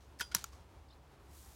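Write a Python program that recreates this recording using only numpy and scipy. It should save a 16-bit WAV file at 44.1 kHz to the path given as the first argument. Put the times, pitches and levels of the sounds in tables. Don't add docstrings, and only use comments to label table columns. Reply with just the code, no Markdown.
import sys
import numpy as np
from scipy import signal
from scipy.fft import rfft, irfft
from scipy.io import wavfile
from scipy.ndimage import uniform_filter1d

SR = 44100
rng = np.random.default_rng(int(sys.argv[2]) if len(sys.argv) > 2 else 0)


def unload_wav(signal):
    wavfile.write(
        sys.argv[1],
        SR,
        np.round(np.clip(np.atleast_2d(signal).T, -1, 1) * 32767).astype(np.int16),
    )


N = 68355

# f/Hz, level/dB, T60/s
LATCH_MODES = [(935, -38, 0.066), (1050, -40, .03), (1455, -33, 0.035), (1704, -28.5, 0.018),
               (4132, -30, .022), (5240, -22, 0.012), (5595, -19, 0.018), (6115, -25, 0.025),
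               (6670, -25.5, 0.02), (7010, -27, 0.028), (7470, -28.5, 0.017), (8690, -25, 0.013),
               (11060, -19, 0.008), (11510, -18, 0.009), (12960, -28.5, .014)]
SEAT_MODES = [(890, -44, 0.03), (1120, -39, 0.019), (1358, -30.5, 0.018), (2280, -42.5, 0.018),
              (3220, -46, 0.019), (4600, -40, 0.01), (5860, -40.5, 0.016), (6840, -25, 0.0091),
              (8500, -38, 0.011)]
# t/s, scrape level/dB, scrape T60/s, rise/s, ring gain/dB, scrape tilt/(dB/octave)
TOUCHES = [(0.1883, -53.5, 0.067, 0.0013, -40.5, 4), (0.1958, -44.5, 0.05, 0.00042, -32, 5),
           (0.2004, -37, 0.024, 0.0011, -23.5, -2.5), (.2082, -34.5, 0.033, 0.0013, 2.5, -3.5),
           (0.2127, -34.5, 0.047, 0.00092, -12.5, -1.5), (.2220, -41, .035, 0.0014, -13, 0),
           (0.3145, -36, 0.042, 0.01, -17.5, -1.5), (0.3429, -40, 0.04, 0.001, -19.5, -3)]
# f/Hz, relative level/dB, T60/s
HOOK_MODES = [(955, -50, 0.09), (1490, -27.5, 0.028), (1443, -49, .14), (1700, -43, .06), (2552, -49, 0.08),
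              (3155, -43, .1), (3365, -51, 0.13), (4834, -54, 0.36), (4942, -50, 0.16), (5100, -41, .035),
              (5728, -54, .16), (6183, -50, 0.09), (9260, -59, .13), (9722, -55, 0.13)]
# t/s, level/dB, T60/s, tilt/(dB/octave)
CRACKS = [(0.2081, -30, 0.006, 2), (0.3480, -23, 0.018, 0), (0.3495, -29.5, 0.0099, -1),
          (0.3656, -38, 0.017, -3), (0.3834, -47, 0.011, -3), (0.4413, -36, 0.013, 0)]
# t/s, f/Hz, level/dB, T60/s
KNOCKS = [(0.2005, 1777, -29, 0.017), (.3180, 1460, -39, .036)]
BUMPS = [(0.528, 1100, -56, 0.13), (0.925, 1350, -59.5, 0.08), (.952, 380, -59, .06),
         (1.195, 1150, -57.5, 0.095)]
# f/(bump pitch), relative level/dB
BUMP_SPECTRUM = [(.12, -6), (.55, -10), (1, 0), (1.45, -16), (11, -32)]
# t/s, level/dB, T60/s
RATTLES = [(.005, -70, .45), (0.213, -58.5, 0.38), (0.35, -37.5, 0.11), (0.38, -53.5, 0.34),
           (.444, -65.5, 0.28), (0.521, -66.5, 0.43)]
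# t/s, f/Hz, relative level/dB
TWITTER = [(.885, 3700, -10), (.889, 5250, -3), (.893, 4300, -12), (.900, 3700, -18), (.903, 3550, -1),
           (.907, 3600, 0), (.911, 5450, -5), (.914, 4900, -2), (.917, 3000, -9), (.924, 2900, -22),
           (.928, 4100, 0), (.933, 4150, -4), (.937, 5300, -4)]
# t/s, level/dB
STEP_LEVEL = [(1.18, -89), (1.28, -78), (1.33, -66.5), (1.375, -61), (1.45, -62), (1.50, -63.5),
              (1.55, -65)]
HUM_LEVEL = [(0, -61), (.7, -57), (1.05, -60.5), (1.27, -54), (1.55, -58)]
# f/Hz, relative level/dB
SCRAPE_SPECTRUM = [(250, -11), (600, -14), (1100, -9.5), (1600, -3), (2300, -3.5), (3300, -3.5),
                   (5500, -2.5), (8000, -8), (13000, -16), (16000, -28.5)]
CRACK_SPECTRUM = [(200, -29), (800, -24), (1500, 1), (2600, -6), (4000, -1.5), (6000, -1), (9800, -5),
                  (13000, -2), (16000, -8.5)]
RATTLE_SPECTRUM = [(150, -12), (550, -14), (950, -7), (1300, -2.5), (2400, -5.5), (3300, -3.5),
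                   (6000, -1.5), (8000, -7.5), (12000, -15), (16000, -18.5)]
GRASS_SPECTRUM = [(600, -11), (1500, -2), (2500, -2.5), (4500, 1), (7500, 3.5), (10000, 1.5), (12500, 1.5),
                  (16000, -4.5)]
AIR_SPECTRUM = [(20, -39), (37, -18), (52, -4), (70, -5), (93, -8.5), (222, -21.5), (350, -18),
                (499, -23.5), (873, -22), (1610, -31), (4060, -38.5), (16000, -51)]


def handle(snap_s=.3481, settle_s=.4413, rise_s=.00031):
    snap = ring(snap_s, LATCH_MODES, rise_s)
    ping = mode(snap_s, hz=9725, db=-41.5, t60=.1, rise=rise_s)
    thud = mode(snap_s + .0056, hz=180, db=-25.5, t60=.032, rise=.0033)
    return snap + ping + thud + ring(settle_s, SEAT_MODES, rise_s)


def hook():
    chatter = undb(3 * wander(rate_hz=220))
    sound = np.zeros(N)
    for start, db, t60, rise, ring_db, tilt_db in TOUCHES:
        sound += undb(db) * fade(start, rise, t60) * noise(SCRAPE_SPECTRUM, tilt_db)
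        sound += undb(ring_db) * chatter * ring(start, HOOK_MODES, rise)
    return sound


def cracks():
    return sum(undb(db) * fade(start, 0, t60) * noise(CRACK_SPECTRUM, tilt_db)
               for start, db, t60, tilt_db in CRACKS)


def knocks():
    return sum(mode(start, hz, db, t60, rise=.00081) for start, hz, db, t60 in KNOCKS)


def rattle():
    shiver = noise(RATTLE_SPECTRUM) + undb(-11) * colour(ticks(per_s=1100), RATTLE_SPECTRUM)
    roughness = undb(1.5 * wander(rate_hz=440))
    envelope = sum(undb(db) * fade(start, .0026, t60) for start, db, t60 in RATTLES)
    return shiver / np.std(shiver) * roughness * envelope


def bumps():
    sound = np.zeros(N)
    for start, hz, db, t60 in BUMPS:
        spectrum = [(ratio * hz, level) for ratio, level in BUMP_SPECTRUM]
        sound += undb(db) * fade(start, .008, t60) * noise(spectrum)
    return sound


def bird(peak_db=-64.5):
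    t = since(0)
    times, hz, db = np.array(TWITTER).T
    envelope = np.interp(t, times, undb(peak_db + db), left=0, right=0)
    return envelope * tone(np.interp(t, times, hz))


def trees(x, echo_db=-1):
    tail = rng.standard_normal(N) * fade(0, rise=0, t60=.091)
    return x + undb(echo_db) * signal.fftconvolve(x, tail / np.linalg.norm(tail))[:N]


def grass():
    times, db = np.array(STEP_LEVEL).T
    ticking = .57 * colour(ticks(per_s=1900), GRASS_SPECTRUM)
    sliding = .8 * noise(GRASS_SPECTRUM)
    return (ticking + sliding) * np.interp(since(0), times, undb(db), left=0)


def field(hum_hz=68.05, air_db=-59.5):
    times, db = np.array(HUM_LEVEL).T
    pitch_hz = hum_hz * (1 + .022 * wander(rate_hz=10))
    hum = undb(np.interp(since(0), times, db)) * tone(pitch_hz)
    air = undb(air_db + .9 * wander(rate_hz=25)) * noise(AIR_SPECTRUM)
    return air + hum


def mode(start, hz, db, t60, rise):
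    phase = 2 * np.pi * rng.random()
    return undb(db) * fade(start, rise + 1 / hz, t60) * np.sin(2 * np.pi * hz * since(start) + phase)


def ring(start, modes, rise):
    return sum(mode(start, hz, db, t60, rise) for hz, db, t60 in modes)


def tone(hz):
    return np.sin(2 * np.pi * np.cumsum(hz) / SR)


def fade(start, rise, t60):
    t = since(start)
    return (1 - np.exp(-t / max(rise, 1 / SR))) * np.exp(-np.log(1000) * t / t60)


def colour(x, spectrum, tilt_db=0):
    hz, db = np.array(spectrum).T
    octave = np.log2(np.maximum(np.fft.rfftfreq(N, 1 / SR), 1))
    knots = np.log2(hz)
    gain_db = np.interp(octave, knots, db) + tilt_db * np.clip(octave, knots[0], knots[-1])
    bass_rolloff = np.minimum(2 ** octave / hz[0], 1) ** 2
    y = irfft(rfft(x) * undb(gain_db) * bass_rolloff, N)
    return y / np.std(y)


def noise(spectrum, tilt_db=0):
    return colour(rng.standard_normal(N), spectrum, tilt_db)


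def ticks(per_s):
    return (rng.random(N) < per_s / SR) * rng.standard_normal(N)


def wander(rate_hz):
    width = max(int(SR / rate_hz), 1)
    drift = uniform_filter1d(rng.standard_normal(N), width, mode="wrap")
    drift = uniform_filter1d(drift, width, mode="wrap")
    return drift / np.std(drift)


def since(start):
    return np.maximum(np.arange(N) / SR - start, 0)


def undb(db):
    return 10 ** (np.asarray(db) / 20)


def scene():
    gate = hook() + knocks() + cracks() + handle() + rattle() + bumps()
    return (gate + trees(bird()) + grass() + field())[None]


def record(dry, cutoff_hz=16000):
    return signal.sosfilt(signal.ellip(8, .2, 70, cutoff_hz, fs=SR, output="sos"), dry)


dry = scene()
out = record(dry)
unload_wav(out)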